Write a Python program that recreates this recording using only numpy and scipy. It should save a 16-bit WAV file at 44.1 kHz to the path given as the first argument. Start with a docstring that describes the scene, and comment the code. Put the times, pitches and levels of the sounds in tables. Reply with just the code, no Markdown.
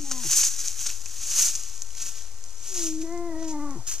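"""On a forest floor, a moose walks away from a trail camera through dry leaf litter.
One moan is ending at the start; a long one follows, opening from a closed-mouth hum into a nasal whine
and cracking down an octave as it dies. Its harmonics are shaped by throat, mouth and nose resonances.
Hooves crush leaves and snap twigs: each fracture is an impulse that rings the microphone in the treble.
Faint hiss and rumble lie underneath."""
import sys
import numpy as np
from scipy import signal
from scipy.fft import rfft, irfft, next_fast_len
from scipy.io import wavfile
from scipy.ndimage import uniform_filter1d, map_coordinates

SR = 44100
rng = np.random.default_rng(int(sys.argv[2]) if len(sys.argv) > 2 else 0)


def digitize_waveform(pressure):
    """Quantize a signal to 16-bit integers and store it at the path in sys.argv[1].

    Rows of a 2-D input are taken as channels; values are limited to [-1, 1].
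    """
    field = np.atleast_2d(pressure).T
    bounded = np.clip(field, -1, 1)
    quanta = np.round(bounded * 32767).astype(np.int16)
    wavfile.write(sys.argv[1], SR, quanta)


N = 176400
TIME = np.arange(N) / SR

# Moans: t/s, pitch/Hz, fundamental/dB, overtones/dB, mouth resonance/Hz, rasp re overtones/dB
FIRST_MOAN = [(0, 300.5, -39, -75, 760, -24), (.04, 286, -37.5, -55, 736, -20),
              (.07, 274.6, -47.5, -51, 855, -19), (.125, 263, -42, -40, 950, -12),
              (.2, 251.5, -45.5, -43, 940, -24), (.228, 232, -45, -54, 920, -18),
              (.243, 234, -49, -52, 920, 6), (.249, 177.5, -47, -52, 900, 2.5),
              (.278, 139, -41.5, -55, 900, -5), (.303, 128.5, -48.5, -51, 900, -3),
              (.33, 120, -75, -77, 900, -8)]
LONG_MOAN = [(2.66, 420, -80, -85, 750, -16), (2.72, 385.5, -48, -69, 750, -22),
             (2.78, 347.5, -43, -51, 800, -28), (2.86, 321.5, -34, -53, 750, -22),
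             (2.93, 313.3, -30, -62, 740, -22), (3.00, 320, -30, -56, 720, -17),
             (3.029, 316, -29, -53, 720, -28), (3.038, 341.7, -30.5, -49, 766, -13),
             (3.056, 323.7, -37.5, -43.5, 790, -15), (3.13, 346, -36, -39, 825, -27),
             (3.25, 344, -35, -37.5, 865, -30), (3.30, 331.6, -35.5, -38, 777, -14),
             (3.345, 316.8, -32.5, -40, 830, -11), (3.425, 324.4, -33.5, -36.5, 778, -19),
             (3.505, 314.5, -32.5, -41, 835, -14), (3.56, 295.4, -29, -38, 895, -10.5),
             (3.586, 301, -29.5, -38, 930, -12), (3.599, 286.7, -30.5, -38, 940, -10),
             (3.63, 298.4, -31, -34.5, 964, -17), (3.69, 282.3, -34, -39, 1015, -9),
             (3.748, 268.2, -38.5, -42.5, 990, -10), (3.762, 158.3, -44.5, -49, 930, -3),
             (3.805, 133, -41.5, -56, 886, 2), (3.83, 125.3, -57, -60, 900, 2)]
# Strength of the nose resonance: t/s, level/dB
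NOSE_LEVEL = [(3.02, -5.5), (3.15, 2), (3.23, -7), (3.34, -5), (3.43, -10.5), (3.57, -7), (3.65, -14),
              (3.72, -11)]
# Background spectra: f/Hz, relative level/dB
HISS_SPECTRUM = [(170, -64), (235, -6), (320, -5), (1300, -6), (2000, -10), (3500, -13.5),
                 (4700, -9.5), (6300, -8.5), (8000, -9), (10000, -16), (15000, -22)]
RUMBLE_SPECTRUM = [(4, -5), (12, -20.5), (25, -18), (60, -21.5), (100, -28), (140, -37.5),
                   (200, -42.5), (600, -75), (2000, -100)]
# Their stereo widths: f/Hz, side re mid/dB
HISS_WIDTH = [(200, -1.5), (2000, -17), (5000, 3.5), (14000, 2)]
RUMBLE_WIDTH = [(25, -4.5), (70, -7.5), (150, -23)]
# Leaves settling between steps: t/s, level/dB
SETTLING = [(0, -39), (.55, -37), (1.0, -43), (1.2, -45), (1.68, -42), (1.8, -45.5), (2.35, -52),
            (2.95, -43), (3.25, -58.5), (4, -48)]
# Hooves pressing and dragging: t/s, hold/s, rise/s, fall/s, level/dB, crunch gain/dB, fizz gain/dB
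HOOF_STEPS = [(0.112, 0.0039, .0005, 0.018, -31.5, 6.5, -12), (0.235, 0.061, 0.059, 0.028, -35, 6, 8),
              (0.312, 0.017, 0.026, 0.047, -22.5, 0, 2.5), (0.366, 0.042, 0.027, 0.022, -19, -1.5, 3),
              (0.438, 0.0089, 0.019, 0.05, -20.5, -1.5, 0.5), (0.588, 0.024, 0.022, 0.013, -33, -0.5, 1),
              (0.641, 0.023, 0.0079, 0.043, -30.5, 0.5, 1), (0.799, 0.036, .025, .03, -34, 3, 4),
              (0.862, 0.043, 0.022, 0.032, -31.5, 3.5, 0), (1.298, 0.11, 0.12, 0.036, -30, 0.5, 0.5),
              (1.385, 0.061, 0.042, 0.063, -21, 0.5, 1.5), (1.57, 0.017, 0.017, 0.15, -43.5, 5.5, -6),
              (1.979, 0.022, 0.022, 0.062, -38.5, 6.5, 2), (2.013, 0.012, 0.0047, 0.0058, -27.5, -5, -13),
              (2.057, 0.034, 0.017, 0.037, -39.5, 4, 7), (2.157, 0.032, 0.022, 0.073, -43.5, 6, 1.5),
              (2.666, 0.034, 0.04, 0.041, -39.5, 4, 4), (2.773, 0.098, 0.048, 0.035, -30, 0.5, 2.5),
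              (3.017, 0.005, 0.0045, 0.0095, -41.5, 8, 5), (3.439, 0.011, 0.049, 0.0098, -47.5, 9, -3),
              (3.48, 0.01, 0.012, 0.045, -38.5, 1, -13), (3.871, 0.052, 0.0021, 0.047, -32.5, 2, 5.5)]
# Twigs breaking: t/s, snap level/dB, ring level/dB, ring f/Hz
TWIGS = [(0.1128, -12, -31, 1300), (0.1142, -7, -24, 1320), (0.1195, -6, -30, 1280), (.442, -18, -26, 2600),
         (0.5925, -11, -34, 2370), (0.902, -12, -24.5, 2650), (1.0591, -14, -33, 2660),
         (1.064, -25, -32.5, 2550), (1.7785, -21, -43, 2490), (1.906, -31, -40, 3000),
         (1.9505, -21.5, -43, 2300), (3.02, -34, -40, 2720), (3.429, -25, -38, 1480)]
# Leaf ribs breaking: t/s, level/dB
RIB_SNAPS = [(0.1276, -17), (0.18, -14), (0.313, -6), (0.321, -4), (0.677, -10), (0.683, -4.5),
             (0.718, -14), (1.016, -28), (1.303, -12), (1.348, -24), (1.425, -12), (1.465, -14),
             (1.4868, -5), (1.5533, -6), (1.558, -8), (1.636, -14.5), (1.8206, -8.5), (2.0225, -13),
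             (2.065, -15), (2.222, -19.5), (2.4402, -18.5), (2.638, -23), (3.1237, -25.5), (3.177, -23),
             (3.7083, -21.5), (3.8683, -21)]
# Spectrum of one fracture, with the microphone's treble peak: f/Hz, level/dB
FRACTURE_SPECTRUM = [(120, -54), (200, -31.5), (330, -21.5), (600, -28), (850, -27.5), (1400, -19),
                     (2100, -21), (2500, -15), (3600, -17), (4800, -12.5), (5600, -6.5), (6250, 0.5),
                     (6750, -1.5), (7500, -7.5), (9000, -14), (11500, -19), (15000, -27.5)]
# Response of the left microphone port: f/Hz, left re right/dB
LEFT_PORT = [(2400, -2.8), (4600, 1), (6500, 0), (9000, -2.5), (15000, -2.5)]

FOREST_T60_S, TWIG_T60_S = 0.11, 0.0093
CRACK_BELOW_HZ = 240  # the voice breaks under this pitch


def undb(db):
    """Amplitude ratio for a level in decibels."""
    return 10 ** (np.asarray(db) / 20)


def unit(x):
    """Normalisation to an rms of 1."""
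    return x / np.sqrt(np.mean(x ** 2))


def wander(hz):
    """Random modulation: linear interpolation of hz draws a second, rms 1."""
    return unit(np.interp(TIME * hz, np.arange(4000), rng.standard_normal(4000)))


def colour(x, points):
    """Minimum-phase filtering through (f/Hz, level/dB) points."""
    hz, db = np.array(points, float).T
    size = next_fast_len(N + 8192, real=True)
    f = np.maximum(np.fft.rfftfreq(size, 1 / SR), 1)
    gain = undb(np.interp(np.log(f), np.log(hz), db))
    cepstrum = irfft(np.log(gain), size)
    cepstrum[1:size // 2] *= 2  # folding makes the response causal
    cepstrum[size // 2 + 1:] = 0
    return irfft(rfft(x, size) * np.exp(rfft(cepstrum)), size)[..., :N]


def below(x, hz):
    """Zero-phase low-pass filtering."""
    return signal.sosfiltfilt(signal.butter(2, hz, fs=SR, output="sos"), x)


def resonance(hz, centre_hz, q):
    """Squared magnitude response of a damped resonator, 1 at its centre."""
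    return 1 / (1 + (q * (hz / centre_hz - centre_hz / hz)) ** 2)


def place(x, lag_ms, pan_db=0):
    """Path difference: sound from the right reaches the left port later."""
    late = map_coordinates(x, [np.arange(N) - lag_ms * SR / 1000], order=5, mode="nearest")
    return np.array([late * undb(pan_db / 2), x * undb(-pan_db / 2)])


def forest_echoes(x):
    """Diffuse reverberation: reflections decay exponentially, uncorrelated at the two ports."""
    tail = rng.standard_normal((2, SR)) * np.exp(-np.log(1000) * TIME[:SR] / FOREST_T60_S)
    tail /= np.linalg.norm(tail, axis=1, keepdims=True)
    return signal.fftconvolve(x[None], tail, axes=1)[:, :N]


def moan(table, mouth_q):
    """Source and filter: tract resonances weight the harmonics; random modulation makes them rasp."""
    times, *columns = np.array(table, float).T
    contours = (uniform_filter1d(np.interp(TIME, times, c), size=200) for c in columns)
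    pitch, hum_db, overtone_db, mouth_hz, rasp_db = contours
    nose_gain = undb(np.interp(TIME, *np.array(NOSE_LEVEL).T))
    cracked = np.clip((CRACK_BELOW_HZ - pitch) / 30, 0, 1)
    jitter = .0045 * wander(70) + (.022 * undb(rasp_db) + .07 * cracked) * wander(250)
    phase = 2 * np.pi * np.cumsum(pitch * (1 + jitter)) / SR
    hum = undb(hum_db + .7 * wander(50) + 2.5 * cracked * wander(200))  # shimmer and creak
    chest = cracked * undb(2) * resonance(2 * pitch * (1 + jitter), centre_hz=353, q=3.3)
    voice = hum * (np.sin(phase) + chest * np.sin(2 * phase))
    for k in range(2, 13):
        hz = k * pitch * (1 + jitter)
        throat = undb(-18) * resonance(hz, centre_hz=475, q=2.1)
        mouth = resonance(hz, mouth_hz, mouth_q)
        nose = nose_gain * resonance(hz, centre_hz=1970, q=7.8)
        source = undb(overtone_db - 7 * np.log2(k / 2) + 1.2 * wander(35))  # falls 7 dB an octave
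        sidebands = wander(160) * np.sin(k * phase) + wander(160) * np.cos(k * phase)
        rasp = undb(rasp_db) * np.sqrt(k / 2) * sidebands
        voice += (throat + mouth + nose) * source * (np.sin(k * phase) + rasp)
    return np.sqrt(2) * voice * (TIME <= times[-1])


def background_noise(spectrum, width, db):
    """Partial coherence: independent mid and side noises give hiss or rumble its breadth."""
    mid, side = (unit(colour(rng.standard_normal(N), spectrum)) for _ in range(2))
    return undb(db) * (mid + colour(side, width) * np.array([[1], [-1]]))


def crackles(per_s, spread_db):
    """Shot noise: dry leaves fracture at random instants, mostly in small breaks; rms 1."""
    sizes = undb(spread_db * np.minimum(rng.exponential(size=N), 2.2))
    breaks = rng.random(N) < per_s / SR
    return unit(breaks * sizes * np.sign(rng.standard_normal(N)))


def settling_leaves():
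    """Modulated shot noise: the litter settles, fainter as the animal leaves."""
    return crackles(per_s=2000, spread_db=6) * undb(np.interp(TIME, *np.array(SETTLING).T))


def hoof_steps():
    """Incoherent addition: steps sum in power, driving clumped crackles for crisp, crunch and fizz."""
    power = np.zeros((3, N))
    for start, hold, rise, fall, db, crunch_db, fizz_db in HOOF_STEPS:
        before, after = np.maximum(start - TIME, 0), np.maximum(TIME - start - hold, 0)
        press = undb(db) * np.exp(-before / rise - after / fall)
        power += np.outer(undb([0, crunch_db, fizz_db]), press) ** 2
    flicker = np.array([unit(undb(1.8 * wander(140))) for _ in power])
    shower = crackles(per_s=6000, spread_db=1.5) * unit(undb(wander(168.7)))
    return shower * flicker * np.sqrt(power)


def twig_rings():
    """Free vibration: each broken twig rings in one damped mode."""
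    wood = np.zeros(N)
    for start, _, ring_db, hz in TWIGS:
        age = np.maximum(TIME - start, 0)
        decay = np.exp(-np.minimum(np.log(1000) * age / TWIG_T60_S, 20))
        wood += undb(ring_db) * np.sin(2 * np.pi * hz * age) * decay
    return wood


def snaps(table):
    """Brittle fracture: each twig or leaf rib gives way in a single impulse."""
    impulses = np.zeros(N)
    for start, db, *_ in table:
        impulses[int(start * SR)] += undb(db)
    return impulses


def leaf_scatter(clicks, smear_s=0.0047, above_hz=7940):
    """Scattering: nearby leaves smear each click into a brief fizz, different at each port."""
    pole = np.exp(-1 / (smear_s * SR))
    envelope = np.sqrt(signal.lfilter([1 - pole], [1, -pole], clicks ** 2))
    fizz = colour(envelope * rng.standard_normal((2, N)), FRACTURE_SPECTRUM)
    return signal.sosfilt(signal.butter(2, above_hz, "high", fs=SR, output="sos"), fizz)


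def leaf_litter():
    """Convolution: all fractures share one impulse response, ringing at the microphone's treble peak."""
    response = colour(signal.unit_impulse(N), FRACTURE_SPECTRUM)
    crisp, crunch, fizz = (settling_leaves() + hoof_steps()) / np.linalg.norm(response)
    twigs, ribs = np.array([snaps(TWIGS), snaps(RIB_SNAPS)]) / np.max(np.abs(response))
    crunch += undb(-9) * twigs + undb(-12.5) * ribs
    # Crossovers: fizz on top, crisp in the middle, crunch at the bottom.
    clicks = fizz + below(crisp - fizz, hz=9800) + below(twigs + ribs, hz=8650)
    fractures = clicks + below(crunch - clicks, hz=5000)
    sound = colour(fractures, FRACTURE_SPECTRUM) + twig_rings()
    direct = place(sound, lag_ms=-0.022 + 0.018 * TIME, pan_db=0.3)  # drifts to the right
    left, right = direct + undb(-1.5) * leaf_scatter(clicks) + undb(-56) * forest_echoes(sound)
    return np.array([colour(left, LEFT_PORT), right])


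def scene():
    """Superposition: moans and footsteps among the trees add to hiss and fluttering rumble."""
    voice = moan(FIRST_MOAN, mouth_q=4.5) + moan(LONG_MOAN, mouth_q=2.56)
    moans = place(voice, lag_ms=0.039) + undb(-11) * forest_echoes(voice)
    litter = leaf_litter()
    hiss = background_noise(HISS_SPECTRUM, HISS_WIDTH, db=-55.5)
    rumble = background_noise(RUMBLE_SPECTRUM, RUMBLE_WIDTH, db=-46) * undb(0.5 * wander(21))
    return moans + litter + hiss + rumble


def record(dry):
    """Band limiting and bias: the camera cuts the top and adds a constant offset to each channel."""
    low_pass = signal.ellip(8, .2, 70, 15200, fs=SR, output="sos")
    return signal.sosfilt(low_pass, dry) + np.array([[-.046], [-.023]])


dry = scene()
out = record(dry)
digitize_waveform(out)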